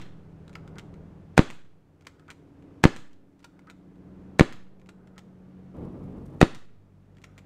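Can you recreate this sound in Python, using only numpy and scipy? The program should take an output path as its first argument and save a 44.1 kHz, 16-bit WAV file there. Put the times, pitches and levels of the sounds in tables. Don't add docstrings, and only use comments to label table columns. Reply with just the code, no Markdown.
import sys
import numpy as np
from scipy import signal
from scipy.fft import rfft, irfft
from scipy.io import wavfile
from scipy.ndimage import uniform_filter1d

SR = 44100
rng = np.random.default_rng(int(sys.argv[2]) if len(sys.argv) > 2 else 0)


def pcm_store(signal):
    levels = np.round(np.clip(np.atleast_2d(signal), -1, 1) * 32767)
    wavfile.write(sys.argv[1], SR, levels.astype(np.int16).T)


N = 328545
T = np.arange(N) / SR

# muzzle blast in seconds, level in dB, hammer run in seconds, flight of the ball in seconds,
# relative impact level in dB.
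SHOTS = [(-.135, -6.5, 0.0076, 0.15, -40.5), (1.392, 0, 0.0096, 0.11, -23),
         (2.8531, 0.5, 0.0079, 0.11, -24), (4.409, 0.5, 0.0084, .1163, -27.5),
         (6.4281, 0, 0.0098, 0.12, -26.5)]
# frequency in Hz, gain in dB.
SNAP = [(200, -6.5), (900, 3), (2200, 7.5), (3800, 0.5), (5200, -4), (7200, -3.5), (9000, -9.5),
        (11000, -19), (14000, -11.5), (17000, -23)]
# frequency in Hz, gain in dB.
BLOW = [(80, -4.5), (330, 4), (550, 3), (800, 3), (1100, -1), (1500, 1.5), (2000, 2.5), (3000, -8),
        (4200, -10), (5200, -16.5), (7500, -15.5), (10000, -27.5), (15000, -43)]


def undb(db):
    return 10 ** (np.asarray(db) / 20)


def add(out, x, s):
    i = int(round(s * SR))
    a, b = max(i, 0), min(i + len(x), len(out))
    if b > a:
        out[a:b] += x[a - i:b - i]


def colour(x, points):
    hz, db = np.transpose(points)
    size = 4096
    f = np.maximum(np.arange(size // 2 + 1) * SR / size, 1)
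    gain_db = np.interp(np.log(f), np.log(hz), db)
    cepstrum = irfft(np.log(undb(gain_db)))
    cepstrum[1:size // 2] *= 2
    cepstrum[size // 2 + 1:] = 0
    response = irfft(np.exp(rfft(cepstrum)))
    return signal.fftconvolve(x, response)[:len(x)]


def fade(t, t60):
    return np.exp(-np.log(1000) * t / t60)


def unit(x):
    return x / np.sqrt(np.mean(x ** 2))


def walk(rate):
    k = int(SR / rate)
    steps = np.repeat(rng.standard_normal(N // k + 1), k)
    smooth = uniform_filter1d(uniform_filter1d(steps, k), k)
    return unit(smooth[:N])


def burst(t, t60):
    x = rng.standard_normal(len(t)) * fade(t, t60)
    return x / np.sqrt(np.sum(x ** 2))


def curve(rows):
    s, *columns = np.transpose(rows)
    return [np.interp(T, s, column) for column in columns]


def engines():
    # time in seconds, shaft speed in Hz,
    # levels of the low partials, drone and upper partials in dB.
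    mower_course = [(0, 31.4, -64, -59, -67), (.9, 31.3, -56.5, -53.5, -63), (1.7, 31.3, -58, -68.5, -69),
                    (2.6, 31.15, -60.5, -68.5, -56), (3.4, 31, -65.5, -56.5, -57),
                    (4.1, 31, -66.5, -50, -56), (5, 30.85, -66.5, -48, -63.5), (6.2, 30.8, -68, -51.5, -60),
                    (6.8, 30.7, -69.5, -58, -70.5), (7.45, 30.7, -68.5, -58, -67)]
    # multiple of the shaft speed, relative level in dB.
    low = [(3, -0.5), (5, -1)]
    drone = [(6, 0.58)]
    upper = [(8, -9), (8.5, -11.5), (9, 1), (9.5, -8), (10, -5), (10.5, -11), (11.5, -12)]
    # time in seconds, firing rate in Hz, level in dB.
    vehicle_course = [(0, 40.5, -56), (.8, 39.41, -51.5), (1.25, 41.1, -54), (1.7, 41.46, -67.5),
                      (3.3, 41.3, -64), (4.2, 42.07, -55), (4.9, 44.33, -54.5), (5.6, 44.77, -58),
                      (6.35, 45.6, -46.5), (6.65, 48.84, -53), (7.45, 49.5, -52)]
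    # frequency in Hz, gain in dB.
    exhaust = [(42, -7.5), (82, -4.5), (98, 0), (122, -5), (136, 0.5), (148, -2.5), (159, 3.5), (172, -6),
               (200, -8.5), (220, -2.5), (250, -17)]

    def turning(hz, waver):
        wavering_hz = hz * (1 + waver * walk(10.0))
        return 2 * np.pi * np.cumsum(wavering_hz) / SR

    def partial(phase, db):
        level = undb(db + 0.76 * walk(4.6))
        return level * np.sqrt(2) * np.sin(phase + 2 * np.pi * rng.random())

    out = np.zeros(N)
    shaft_hz, *levels = curve(mower_course)
    phase = turning(shaft_hz, waver=0.0014)
    for level, group in zip(levels, (low, drone, upper)):
        for k, db in group:
            out += partial(k * phase, level + db)

    firing_hz, level = curve(vehicle_course)
    phase = turning(firing_hz, waver=.006)
    for k in range(1, 6):
        exhaust_db = np.interp(k * firing_hz, *np.transpose(exhaust))
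        out += partial(k * phase, level + exhaust_db)
    return out


def bed(hue):
    return unit(colour(rng.standard_normal(N), hue))


def traffic():
    # frequency in Hz, gain in dB.
    traffic_hue = [(20, -5.5), (45, -3.5), (90, 1.5), (190, 2.5), (260, -3), (400, -1), (600, -9.5),
                   (1000, -16.5), (1500, -23), (2500, -38), (5000, -60)]
    # time when nearest in seconds, half length in seconds, rise of the rumble in dB.
    passes = [(.8, 0.3, 6.5), (2.8, .5, 1.5), (4.85, 0.62, 5.5)]
    swell_db = sum(db * np.exp(-((T - s) / half_s) ** 2) for s, half_s, db in passes)
    return bed(traffic_hue) * undb(-54.5 + swell_db + 0.3 * walk(13))


def leaves():
    # frequency in Hz, gain in dB.
    leaves_hue = [(100, -1), (1400, 5), (2500, 0), (4000, -8), (7000, -13.5), (11000, -21.5), (15500, -26)]
    return bed(leaves_hue) * undb(-71 + 0.59 * walk(0.33))


def wind_gust():
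    # frequency in Hz, gain in dB.
    gust_hue = [(20, -4.5), (60, 6), (110, 5.5), (220, 10), (320, 6), (500, -0.5), (700, -9), (1200, -15.5),
                (1600, -28.5), (3000, -36), (6000, -54), (15000, -52.5)]
    start_s, attack_s, hold_s, release_t60 = 5.738, .012, 0.72, 0.18
    gust_db, sag_db_per_s = -38.5, 11.5
    grit_db, grit_per_s, patchy_db = -77.5, 900, 3.5

    age = np.maximum(T - start_s, 0)
    rise = np.minimum(age / attack_s, 1)
    blowing = rise * fade(np.maximum(age - hold_s, 0), release_t60)
    struck = rng.random(N) < grit_per_s / SR
    grains = rng.standard_normal(N) * struck * undb(patchy_db * walk(160))
    grit = undb(grit_db) * unit(colour(grains, [(2000, -2.5), (7000, 0), (15000, 0)]))
    gust = bed(gust_hue) * undb(gust_db - sag_db_per_s * age + 1.0 * walk(42))
    return blowing * (gust + grit)


def yard(x, near_db, far_db):
    # delay in seconds, level in dB.
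    echoes = [(.0064, -16), (.0098, -28)]
    # frequency in Hz, gain in dB.
    near_hue = [(50, -30), (130, -18), (240, -15), (350, -4.5), (600, -6), (1200, -5), (2500, -7),
                (6000, -9.5), (14000, -8)]
    # frequency in Hz, gain in dB.
    far_hue = [(50, -28.5), (130, -21), (350, -16), (700, -15), (1400, -6.5), (2200, -8), (3500, -1.5),
               (7000, 1.5), (10000, 0.5), (15000, 2.5)]

    t = T[:SR * 2 // 3]
    response = 1. * (t == 0)
    for s, db in echoes:
        add(response, undb([db]), s)
    add(response, undb(near_db) * colour(burst(t, t60=0.14), near_hue), .004)
    low_wash = colour(burst(t, t60=0.49), [(3500, -2), (9000, -14.5)])
    high_wash = colour(burst(t, t60=0.34), [(2500, -10.5), (7000, -3.5)])
    uneven = undb(1.2 * walk(160)[:len(t)])
    add(response, undb(far_db) * colour((low_wash + high_wash) * uneven, far_hue), .012)
    return signal.fftconvolve(x, response)[SR:SR + N]


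def frame_ring(t):
    # frequency in Hz, level in dB, 60 dB decay time in seconds.
    modes = [(780, -1, 0.0075), (960, -4, .025), (1360, -5, 0.036), (1380, -0.5, 0.045), (2000, 0, 0.012),
             (2240, -1, 0.016), (2750, -6, 0.0099), (3220, -12.5, .018), (3880, -9.5, 0.018),
             (4851, -8.5, 0.012)]
    out = np.zeros(len(t))
    for hz, db, t60 in modes:
        level = undb(db + 2 * rng.standard_normal()) * rng.choice([-1, 1])
        mode_hz = hz * (1 + 0.036 * rng.standard_normal())
        out += level * np.sin(2 * np.pi * mode_hz * t) * fade(t, t60)
    return out / np.sqrt(len(modes))


def click(snap_db, ring_db):
    t = T[:SR // 12]
    uneven_db = 3.8 * np.repeat(rng.standard_normal(len(t)), SR // 1000)[:len(t)]
    chatter = burst(t, t60=0.042) * undb(uneven_db)
    contact = burst(t, t60=0.013) * (1 - fade(t, t60=0.0019))
    snap = colour(contact + undb(-6.5) * chatter, SNAP)
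    return undb(snap_db) * (undb(22) * snap + undb(ring_db - 2.5) * frame_ring(t))


def small_ticks():
    # time in seconds, relative snap level in dB.
    ticks = [(.940, -56), (2.624, -61.5), (3.131, -48.5)]
    ring_db, faint_db = -8.5, -66.5
    out = np.zeros(N + SR)
    for s, db in ticks:
        add(out, click(db, ring_db), 1 + s)
    for s in rng.uniform(0, N / SR, size=10):
        add(out, click(faint_db + 2 * rng.standard_normal(), ring_db), 1 + s)
    return out


def scrape(length_s, db):
    # frequency in Hz, gain in dB.
    scrape_hue = [(300, -19), (1000, -10.5), (1200, -8), (1280, 9), (1360, -13), (1460, 6.5), (1650, -7),
                  (2300, -16), (4000, -40), (12000, -46.5)]
    slips_per_s = 1500
    t = T[:SR // 2]
    slips = rng.standard_normal(len(t)) * (rng.random(len(t)) < slips_per_s / SR)
    stroke = np.sqrt(np.abs(np.sin(np.pi * np.clip(t / length_s, 0, 1))))
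    return undb(db) * unit(colour(slips, scrape_hue)) * stroke


def cocking():
    # arrival at the rear stop in seconds, length of the draw in seconds,
    # relative snap level in dB, relative frame ring in dB.
    pulls = [(.5545, 0.075, -44, 16.5), (2.0696, .060, -34, 9.5), (3.4448, 0.052, -35.5, 6),
             (4.891, 0.094, -38, 3), (7.241, 0.072, -38.5, 7)]
    # share of the draw still to go, relative snap level in dB,
    # relative frame ring in dB.
    catches = [(1, -53.5, -7), (0.8, -55, 9), (0.33, -53.5, -13), (.23, -57, -12)]
    # latching in seconds, relative snap level in dB, relative frame ring in dB,
    # length of the last shove in seconds, its scrape level in dB.
    pushes = [(0.7837, -39, 3, .027, -53), (2.303, -34.5, 0, .022, -44), (3.699, -39.5, 7.5, 0.028, -47.5),
              (5.18, -37, 0, 0.02, -57.5), (7.379, -41.5, -11, .02, -67)]
    # seconds after the main one, relative level in dB.
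    stop_contacts = [(-.002, -6), (0, 1)]
    # seconds after the main one, relative level in dB.
    latch_contacts = [(0, -0.5), (.0045, -7), (.011, -7.5)]
    feed_lead_s, feed_db, feed_ring_db = .107, -51, 8
    rub_db = -67
    knock_db, knock_ring_db = -8, 14

    out = np.zeros(N + SR)
    for s, draw_s, snap_db, ring_db in pulls:
        for to_go, catch_db, catch_ring_db in catches:
            add(out, click(catch_db, catch_ring_db), 1 + s - to_go * draw_s)
        for after_s, db in stop_contacts:
            add(out, click(snap_db + db, ring_db), 1 + s + after_s)
    for (back_s, *_), (s, snap_db, ring_db, shove_s, shove_db) in zip(pulls, pushes):
        add(out, scrape(s - back_s, rub_db), 1 + back_s)
        if s - back_s > 1.5 * feed_lead_s:
            add(out, click(feed_db, feed_ring_db), 1 + s - feed_lead_s)
        add(out, click(shove_db + knock_db, knock_ring_db), 1 + s - shove_s)
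        add(out, scrape(shove_s, shove_db), 1 + s - shove_s)
        for after_s, db in latch_contacts:
            add(out, click(snap_db + db, ring_db), 1 + s + after_s)
    return out


def action(run_s):
    # seconds after the first, level in dB.
    blows = [(0, -8.5), (.0012, 4), (.0027, -5), (.0035, -5)]
    t = T[:SR // 8]
    sliding = colour(rng.standard_normal(len(t)), SNAP) * (t < run_s)
    out = undb(-30) * sliding * (1 - fade(t, t60=0.07))
    for s, db in blows:
        contact = colour(undb(-6.5) * burst(t, t60=0.016) - (t == 0), BLOW)
        blow = undb(16) * contact + undb(-20.5) * frame_ring(t)
        jitter_s = 0.00011 * rng.standard_normal()
        add(out, undb(db + rng.standard_normal()) * blow, run_s + s + jitter_s)
    puff = np.sin(np.pi * np.clip(t / 0.0016, 0, 1)) ** 2
    add(out, undb(-1.5) * puff, run_s + 0.0012)
    thump = -np.sin(2 * np.pi * 205 * t) * fade(t, t60=0.03)
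    add(out, undb(-7.5) * thump, run_s + .0045)
    return out


def muzzle_blast(t, push_s, pull_s, push_db, pull_db, edge_hz):
    push = np.sqrt(np.clip(1 - t / push_s, 0, 1))
    pull = np.sin(np.pi * np.clip((t - push_s) / pull_s, 0, 1))
    soften = signal.butter(2, edge_hz, fs=SR, output="sos")
    return signal.sosfilt(soften, undb(push_db) * push - undb(pull_db) * pull)


def report():
    t = T[:SR // 8]
    crack = colour(-1. * (t == 0), BLOW)
    boom = np.sin(2 * np.pi * 335 * t) * fade(t, t60=0.039)
    out = undb(7.5) * crack + undb(-6.0) * boom
    blast = muzzle_blast(t, push_s=.0013, pull_s=.003, push_db=10.0, pull_db=9.0, edge_hz=2600)
    add(out, blast, .00012)
    return out


def landing():
    t = T[:SR // 8]
    splat = colour(burst(t, t60=0.01), SNAP)
    add(splat, undb(-2.0) * colour(burst(t, t60=0.03), SNAP), .005)
    return splat


def firing():
    barrel_s = .0146
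    parts, muzzle = np.zeros((2, N + SR))
    for s, db, run_s, flight_s, hit_db in SHOTS:
        add(parts, undb(db) * action(run_s), 1 + s - barrel_s - run_s)
        add(muzzle, undb(db) * report(), 1 + s)
        add(parts, undb(hit_db + 16.5) * landing(), 1 + s + flight_s)
    return parts, muzzle


def scene():
    parts, muzzle = firing()
    pistol = yard(muzzle, near_db=-3.5, far_db=-4.5)
    pistol += yard(parts, near_db=-4.5, far_db=-5)
    pistol += yard(cocking() + small_ticks(), near_db=-6, far_db=-14.5)
    background = engines() + traffic() + leaves() + wind_gust()
    return (pistol + background)[None]


def slow_swing():
    swing = np.sin(2 * np.pi * 1.0 * T) * fade(T, t60=0.89)
    sag = fade(T, t60=.15)
    out = np.zeros(N)
    for s, *_ in SHOTS:
        add(out, undb(-27) * (swing - sag), s + 0.0043)
    return out


def gain_control(x, threshold_db, depth_db, recover_db_s, attack_s):
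    level_db = 20 * np.log10(np.abs(x) + 1e-9)
    over = np.clip(level_db - threshold_db, 0, depth_db)
    recovery = recover_db_s * T
    held = np.maximum.accumulate(over + recovery, axis=-1) - recovery
    pole = np.exp(-1 / (attack_s * SR))
    return x * undb(-signal.lfilter([1 - pole], [1, -pole], held))


def record(dry):
    x = gain_control(dry, threshold_db=-13.5, depth_db=11.5, recover_db_s=8.5, attack_s=0.012)
    hiss_hue = [(2000, 4.5), (7000, 0), (11000, -1.5), (15000, 2.5)]  # Hz, dB
    hiss = undb(-84.0) * colour(rng.standard_normal(N), hiss_hue)
    x = x + hiss + slow_swing()
    x = .97 * x / (1 + x ** 6) ** (1 / 6)
    x = signal.sosfilt(signal.butter(2, 12000, fs=SR, output="sos"), x)
    return signal.sosfilt(signal.ellip(12, .1, 70, 15700, fs=SR, output="sos"), x)


dry = scene()
out = record(dry)
pcm_store(out)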